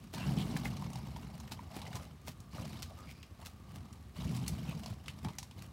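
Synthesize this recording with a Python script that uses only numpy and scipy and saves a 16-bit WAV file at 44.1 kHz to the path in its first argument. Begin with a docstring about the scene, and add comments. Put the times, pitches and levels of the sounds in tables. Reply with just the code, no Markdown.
"""Roller skates on pebbles

Quad skates roll over a pebbled garden pavement, close by, in quiet outdoor air.
The stones shake wheels and boots into a rumble that swells with each push; grit crackles underneath.
Weight thumps onto the skates, loose trucks click, plates clack, and wheels scuff and rasp.
Rock and shrubs scatter a little sound back."""
import sys
import numpy as np
from scipy import signal
from scipy.io import wavfile
from scipy.ndimage import uniform_filter1d

SR = 44100
rng = np.random.default_rng(int(sys.argv[2]) if len(sys.argv) > 2 else 0)


def unload_wav(signal):
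    """Save mono or channel-first audio to the path in sys.argv[1] as 16-bit WAV at rate SR, clipped to [-1, 1]."""
    wavfile.write(
        sys.argv[1],
        SR,
        np.round(np.clip(np.atleast_2d(signal).T, -1, 1) * 32767).astype(np.int16),
    )


N = 252252
TIME = np.arange(N) / SR

# Skate strokes. Each row: start in seconds, seconds to lift-off, seconds to full weight,
# rumble in dB, rattle in dB, grit in dB.
SKATE_STROKES = [(0, 0.029, 0.02, -53, -68, -64.5), (0.131, 3.2, 0.19, -33, -50, -52),
                 (1.689, 0.31, 0.3, -46.5, -53.5, -57.5), (2.504, 0.32, 0.095, -45, -57.5, -56),
                 (2.914, 0.16, 0.14, -52, -63, -65.5), (3.371, 0.054, 0.09, -59, -57.5, -64.5),
                 (3.646, 0.3, 0.09, -50, -65, -69.5), (4.137, 0.61, 0.17, -35.5, -55, -54.5),
                 (4.66, 0.029, 0.14, -33.5, -51, -53), (4.804, .1, 0.12, -45, -56, -59),
                 (5.02, 0.17, 0.031, -51, -65, -68), (5.205, 0.1, 0.018, -46, -60, -65.5),
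                 (5.547, 0.065, 0.029, -50, -63, -61.5)]


def stroke_gain(layer, coast_db, sag_db_per_s, load_exponent=0.079):
    """Gain of one rolling layer: each stroke touches down, takes weight, slows and lifts off."""
    touch_s, lift_t60_s = 0.042, 0.49
    first_load, push_db, push_s = 0.19, 2, 0.064
    power, t = np.full(N, amp(coast_db) ** 2), np.arange(2 * SR) / SR
    for start_s, length_s, load_s, *levels_db in SKATE_STROKES:
        db = levels_db[("rumble", "rattle", "grit").index(layer)]
        glide = amp(db - sag_db_per_s * t)
        contact = np.minimum(t / touch_s, 1) * dying(np.maximum(t - length_s, 0), lift_t60_s)
        load = first_load + (1 - first_load) * np.minimum(t / load_s, 1)
        push = amp(push_db * np.exp(-((t - load_s) / push_s) ** 2))
        add(power, start_s, (glide * contact * (load * push) ** load_exponent) ** 2)
    return np.sqrt(power)


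# Rumble spectra, fast and slow. Each row: frequency in Hz, relative level in dB.
FAST_SPECTRUM = [(25, -21), (45, -33), (64, 1.5), (90, -6), (130, 3.5), (175, 1.5), (220, -1), (290, -13),
                 (430, -23), (600, -35.5), (1300, -84)]
SLOW_SPECTRUM = [(25, -18), (42, -23), (64, 3), (90, 5), (140, -7.5), (215, -8.5), (330, -17), (600, -36),
                 (1300, -72.5)]


def rumble():
    """Pebbles bounce wheels and boots; a harder push shifts the spectrum upward."""
    gain = stroke_gain("rumble", coast_db=-53.5, sag_db_per_s=13, load_exponent=1)
    speed = np.clip((20 * np.log10(gain) + 56) / 12, 0, 1)
    fast = unit(colour(stones(per_s=700, spread_db=1.5), FAST_SPECTRUM))
    slow = unit(colour(stones(per_s=500, spread_db=7), SLOW_SPECTRUM))
    return gain * steadied(np.sqrt(speed) * fast + np.sqrt(1 - speed) * slow, span_s=0.13)


# Weight drops. Each row: start in seconds, pitch in Hz, level in dB.
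WEIGHT_DROPS = [(0.294, 150, -29), (0.373, 188, -19), (0.654, 127, -24.5), (1.941, 115, -28.5),
                (2.285, 150, -36), (2.591, 116, -30.5), (2.825, 86.6, -34.5), (4.242, 80, -30),
                (4.515, 77, -29), (4.899, 111, -31), (5.076, 87, -38), (5.251, 198, -26),
                (5.26, 112, -28.5), (5.376, 183, -39.5)]


def thumps():
    """Boot and ground give a few soft cycles under the skater's weight; deeper thumps last longer."""
    rise_cycles, t60_cycles = 0.93, 11.3
    out, t = np.zeros(N), np.arange(SR // 4) / SR
    for start_s, hz, db in WEIGHT_DROPS:
        cycles = hz * t
        envelope = np.minimum(cycles / rise_cycles, 1) * dying(cycles, t60_cycles)
        add(out, start_s, amp(db) * envelope * np.sin(2 * np.pi * cycles))
    return out


# Wheel rattle spectrum. Each row: frequency in Hz, relative level in dB.
RATTLE_SPECTRUM = [(250, -14.5), (450, -4), (700, 4.5), (1100, 0.5), (1450, -10), (2200, 3.5), (5000, -71)]


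def rattle(roughness):
    """Stone tops rattle the wheels, more on rough patches."""
    knocks = grains(423.4, 1472, per_s=400, cycles=3.9, spread_db=1, pitches=14)
    texture = colour(knocks + rng.standard_normal(N), RATTLE_SPECTRUM)
    gain = stroke_gain("rattle", coast_db=-76, sag_db_per_s=9)
    return gain * steadied(texture * amp(2.6 * roughness), span_s=0.05)


# Grit spectrum. Each row: frequency in Hz, relative level in dB.
GRIT_SPECTRUM = [(600, -40.5), (1300, 2.5), (2000, -1), (2900, 2), (5200, -0.5), (7500, -3.5), (11000, -7),
                 (15500, -8.5)]


def grit(roughness, gain):
    """Grit crackles under the wheels over a fine hiss, more on rough patches."""
    coarse = grains(1545, 5910, per_s=1400, cycles=5, spread_db=1.8, pitches=24)
    fine = grains(3800, 14400, per_s=1700, cycles=5, spread_db=3.4, pitches=24)
    crackle = amp(-4.5) * coarse + fine + amp(-3) * truck_pings()
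    texture = colour(crackle + amp(-2) * rng.standard_normal(N), GRIT_SPECTRUM)
    return gain * steadied(texture * amp(3.4 * roughness), span_s=0.07)


# Truck modes. Each entry: frequency in Hz.
TRUCK_MODES_HZ = [2290, 2870, 2990, 3930, 4530, 5360]


def truck_pings():
    """Coarse grit pings the truck modes; each contact shifts the pitch a little."""
    out, t = np.zeros(N), np.arange(SR // 30) / SR
    for hz in TRUCK_MODES_HZ:
        hits = stones(per_s=45, spread_db=2.4)
        for at in np.flatnonzero(hits):
            ping_hz = hz * (1 + 0.04 * rng.standard_normal())
            add(out, at / SR, hits[at] * dying(t, t60=0.014) * np.sin(2 * np.pi * ping_hz * t))
    return unit(out)


def ticks(grit_gain):
    """Stray stones crack under the wheels, standing out most between strokes."""
    t = np.arange(SR // 30) / SR
    hits = abs(stones(per_s=43, spread_db=2.4))
    bursts = signal.oaconvolve(hits, dying(t, t60=0.022))[:N]
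    spectrum_hz_db = [(400, -32), (1200, 7.5), (4500, 1), (9000, 0), (15000, -5.5)]
    cracks = colour(bursts * rng.standard_normal(N), spectrum_hz_db)
    return amp(-37) * np.sqrt(grit_gain) * unit(cracks)


# Wheel and plate modes. Each row: lowest frequency in Hz, relative level in dB, T60 in seconds.
WHEEL_MODES = [(732, 4.5, 0.04), (865, 11, 0.034), (973, 12, 0.023), (2050, 8.5, 0.0037)]


def wheel_knock(t):
    """One blow on a wheel; pitch and share of the modes vary from blow to blow."""
    ring = np.zeros(len(t))
    for hz, db, t60_s in WHEEL_MODES:
        strength = amp(db) * rng.standard_normal()
        mode_hz = hz * rng.uniform(1, 1.126)
        ring += strength * dying(t, t60_s) * np.sin(2 * np.pi * mode_hz * t)
    return ring / abs(ring).max()


# Truck clicks and stone snaps. Each row: start in seconds, snap in dB, snap centre in Hz, knock in dB.
TRUCK_CLICKS = [(0.1466, -40.5, 4830, -63), (0.5655, -43, 4200, -37.5), (0.6343, -51, 5030, -58),
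                (0.6555, -49, 3900, -38), (0.7687, -43.5, 3870, -62), (0.823, -48, 2600, -38),
                (0.932, -44.5, 6500, -48), (0.9567, -44.5, 5040, -42), (1.1627, -48.5, 3720, -40.5),
                (1.4004, -45, 5700, -51), (1.477, -46, 2170, -64), (1.52, -37, 4430, -41),
                (1.5922, -60, 1670, -40), (1.817, -40.5, 3840, -45), (1.9299, -42.5, 2690, -43),
                (1.9547, -39.5, 5200, -43), (1.965, -46, 6030, -47), (2.028, -50.5, 2470, -64),
                (2.2758, -52, 2400, -47), (2.403, -51.5, 7100, -68), (2.73, -44.5, 2370, -69),
                (2.828, -36, 4630, -67), (3.229, -44.5, 2700, -59), (3.4627, -56, 2800, -53.5),
                (3.928, -50.5, 7200, -67), (4.3653, -42, 7000, -56), (4.4638, -43.5, 4090, -48),
                (4.4791, -32, 5100, -61), (4.4805, -31.5, 11900, -62), (4.835, -44.5, 4600, -41),
                (4.86, -40, 4660, -40.5), (5.06, -47, 3460, -56), (5.082, -37, 3400, -57),
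                (5.1888, -56, 4700, -47), (5.247, -40, 3760, -46), (5.2852, -44.5, 3700, -42),
                (5.385, -32.5, 5500, -42), (5.4292, -41.5, 5740, -47), (5.5109, -48, 3600, -56)]


def clicks():
    """A sharp snap, a short chatter of the loose truck and a knock of the wheel."""
    out, t = np.zeros(N), np.arange(SR // 8) / SR
    for start_s, snap_db, hz, knock_db in TRUCK_CLICKS:
        spectrum_hz_db = [(hz / 9, -22), (hz / 2, -6), (hz, 0), (hz * 1.55, -7), (hz * 4, -18)]
        burst = rng.standard_normal(len(t)) * (dying(t, t60=0.027) + amp(-17.5) * dying(t, t60=0.26))
        burst[0] += 2.7  # first crack
        snap = colour(burst, spectrum_hz_db) / np.sqrt(2)
        add(out, start_s, amp(snap_db) * snap + amp(knock_db) * wheel_knock(t))
    rubber_cushions = signal.butter(1, 12500, fs=SR, output="sos")
    return signal.sosfilt(rubber_cushions, out)


# Flat landings and bounces. 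Each row: start in seconds, plate pitch in Hz, level in dB.
LANDINGS = [(0.5655, 1730, -35), (0.6561, 2100, -31.5), (1.8655, 2050, -42.5), (2.281, 615, -40.5),
            (2.583, 1230, -41), (5.0815, 2680, -42), (5.249, 850, -37), (5.264, 885, -43),
            (5.272, 845, -40), (5.291, 950, -42)]
# Plate modes. Each row: ratio to the pitch, relative level in dB, T60 in seconds.
PLATE_MODES = [(0.47, -7, 0.028), (1, 0, 0.024), (1.2, -7, 0.018)]


def clacks():
    """A skate lands flat and its plate rings with a short, hollow knock."""
    out, t = np.zeros(N), np.arange(SR // 10) / SR
    for start_s, hz, db in LANDINGS:
        for ratio, mode_db, t60_s in PLATE_MODES:
            add(out, start_s, amp(db + mode_db) * dying(t, t60_s) * np.sin(2 * np.pi * hz * ratio * t))
    return out


# Set-downs. Each row: peak time in seconds, clack in dB, scrape in dB, 60 dB rise in seconds,
# T60 in seconds.
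SET_DOWNS = [(0.14, -42, -44.5, 0.028, 0.074), (0.572, -56, -48, 0.062, 0.041),
             (0.653, -36.5, -42.5, 0.023, 0.11), (1.516, -47.5, -47, 0.018, 0.1),
             (1.765, -40, -46.5, 0.014, 0.053), (1.968, -44, -45, 0.076, 0.028),
             (2.282, -48.5, -46.5, 0.069, 0.13), (2.823, -66, -47.5, 0.0072, 0.071),
             (3.115, -77, -56, 0.14, 0.069), (3.461, -63, -48, 0.045, 0.12), (3.759, -52, -56, 0.05, 0.087),
             (4.35, -60, -46, 0.024, 0.11), (5.25, -40.5, -70, 0.0039, 0.082)]
# Set-down clack spectrum. Each row: frequency in Hz, relative level in dB.
CLACK_SPECTRUM = [(300, 1), (520, -13.5), (850, -4.5), (1200, -18), (1600, -16), (2300, -16), (4000, -75)]


def scuffs():
    """Wheels brush in over grit and chatter until they grip."""
    slip_period_s = 0.011
    out, t = np.zeros(N), np.arange(-SR // 10, SR // 4) / SR
    before, after = np.maximum(-t, 0), np.maximum(t, 0)
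    chatter = 0.83 + 0.33 * dying(after % slip_period_s, t60=0.19)
    for peak_s, clack_db, scrape_db, rise_s, t60_s in SET_DOWNS:
        pressure = chatter * dying(before, rise_s) * dying(after, t60_s)
        clack = colour(pressure * rng.standard_normal(len(t)), CLACK_SPECTRUM)
        contacts = unit(stones(per_s=5000, spread_db=6.5, size=len(t)))
        scrape = colour(pressure * contacts, GRIT_SPECTRUM)
        add(out, peak_s + t[0], amp(clack_db) * clack + amp(scrape_db) * scrape)
    return out


# Wheel rasps and a boot hum. Each row: start in seconds, length in seconds, pitch in Hz, bandwidth in Hz, level
# in dB. # The 300 Hz row is the boot humming low under the first push.
RASPS_AND_HUM = [(0.187, 0.071, 2720, 130, -52.5), (0.139, 0.18, 1600, 260, -58),
                 (0.27, 0.39, 300, 129, -53.5), (0.365, 0.076, 3200, 600, -50.5),
                 (2.531, 0.16, 590, 160, -57), (2.889, 0.049, 644, 110, -58.5), (2.958, 0.11, 1230, 90, -62),
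                 (2.968, 0.35, 4850, 400, -72.5), (3.062, 0.071, 2230, 356, -60.5),
                 (3.121, 0.14, 2410, 180, -72), (4.67, 0.063, 2550, 220, -57),
                 (5.087, 0.022, 2700, 350, -55.5), (5.3, 0.085, 2080, 80, -72)]


def rasps():
    """Rapid slips excite one resonance of the skate; a narrow one squeaks, a wide one rasps."""
    slip_period_s = 0.01
    out = np.zeros(N)
    for start_s, length_s, hz, width_hz, db in RASPS_AND_HUM:
        t = np.arange(int(length_s * SR)) / SR
        slips = rng.standard_normal(len(t)) * dying(t % slip_period_s, t60=0.03)
        band = signal.butter(1, [hz - width_hz / 2, hz + width_hz / 2], "bandpass", fs=SR, output="sos")
        ring = steadied(signal.sosfilt(band, slips), span_s=0.041)
        add(out, start_s, amp(db) * unit(ring * signal.windows.tukey(len(t), 0.5)))
    return out


def whirr():
    """Freely spinning wheels ring faintly, coming and going."""
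    level_db, swing_db, step_s = -73, 4, 0.15
    drift = np.interp(TIME / step_s, np.arange(60), np.clip(rng.standard_normal(60), -1.3, 1.3))
    ring = grains(1121.4, 1209.6, per_s=990, cycles=12, spread_db=2, pitches=4)
    return amp(level_db + swing_db * drift) * ring


def garden(x):
    """Rock and shrubs add a faint, short scatter."""
    t = np.arange(SR // 3) / SR
    response = rng.standard_normal(len(t)) * dying(t, t60=0.066) * (t > 0.008)
    response *= amp(-13) / np.linalg.norm(response)
    response[0] = 1  # direct path
    return signal.oaconvolve(x, response / np.linalg.norm(response))[:N]


# Outdoor air spectrum. Each row: frequency in Hz, relative level in dB.
AIR_SPECTRUM = [(25, 7), (65, 9), (450, -7), (1100, -12), (2000, -15.5), (15000, -29.5)]


def air():
    """Quiet, steady outdoor noise, strongest in the bass."""
    return amp(-60) * unit(colour(rng.standard_normal(N), AIR_SPECTRUM))


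def stones(per_s, spread_db, size=N):
    """Random contact impulses: many small, a few large."""
    chance = rng.random(size) * SR / per_s
    at, out = np.flatnonzero(chance < 1), np.zeros(size)
    out[at] = (-1) ** at * amp(spread_db * np.minimum(-np.log(chance[at]), 4))
    return out


def grains(low_hz, high_hz, per_s, cycles, spread_db, pitches):
    """Each contact rings at one of several pitches, falling to 1/e in the given cycles."""
    out = np.zeros(N)
    for turn in np.linspace(low_hz, high_hz, pitches) * 2 * np.pi / SR:
        r = np.exp(-turn / (2 * np.pi * cycles))
        hits = stones(per_s / pitches, spread_db) + 1e-20
        out += signal.lfilter([np.sin(turn) * np.sqrt(1 - r)], [1, -2 * r * np.cos(turn), r * r], hits)
    return unit(out)


def colour(x, spectrum_hz_db, size=4096):
    """Applies a causal, unit-energy filter with the given spectrum."""
    hz, db = np.transpose(spectrum_hz_db)
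    bins_hz = abs(np.fft.fftfreq(size, 1 / SR)) + 1
    log_gain = np.log(amp(np.interp(np.log(bins_hz), np.log(hz), db)))
    minimum_phase = np.exp(np.conj(signal.hilbert(log_gain)))
    taps = np.fft.ifft(minimum_phase).real[:size // 2]
    return signal.oaconvolve(x, taps / np.linalg.norm(taps))[:len(x)]


def steadied(x, span_s):
    """Holds power near 1 over the span, keeping the grain."""
    size = int(span_s * SR) + 1
    power = uniform_filter1d(uniform_filter1d(x ** 2, size), size)
    return x / np.sqrt(abs(power) + 1e-12)


def dying(t, t60):
    """Falls 60 dB by t = t60."""
    return np.exp(-np.log(1000) * t / t60)


def amp(db):
    """Decibels to gain."""
    return 10 ** (np.asarray(db) / 20)


def unit(x):
    """Scales to rms 1."""
    return x / np.sqrt(np.mean(x ** 2) + 1e-20)


def add(mix, start_s, sound):
    """Mixes a sound in at start_s."""
    part = mix[max(round(start_s * SR), 0):][:len(sound)]
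    part += sound[:len(part)]


def scene():
    """Skates over outdoor air, mono; rattle and grit share the same rough patches."""
    background = air()
    patch_s = 0.008
    roughness = np.interp(TIME / patch_s, np.arange(N // 20), rng.standard_normal(N // 20))
    grit_gain = stroke_gain("grit", coast_db=-76, sag_db_per_s=11)
    bass = rumble() + thumps()
    rolling = rattle(roughness) + grit(roughness, grit_gain) + ticks(grit_gain)
    contacts = clicks() + clacks() + scuffs() + rasps()
    return (bass + garden(rolling + contacts + whirr()) + background)[None]


def record(dry):
    """The microphone sheds the deepest bass; a low-pass limits the band."""
    low_hz, high_hz = 48, 15900
    thinned = signal.sosfilt(signal.butter(6, low_hz, "highpass", fs=SR, output="sos"), dry)
    lowpass = signal.firwin(511, high_hz, window=("kaiser", 9), fs=SR)
    return signal.oaconvolve(thinned, lowpass[None], "same")


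dry = scene()
out = record(dry)
unload_wav(out)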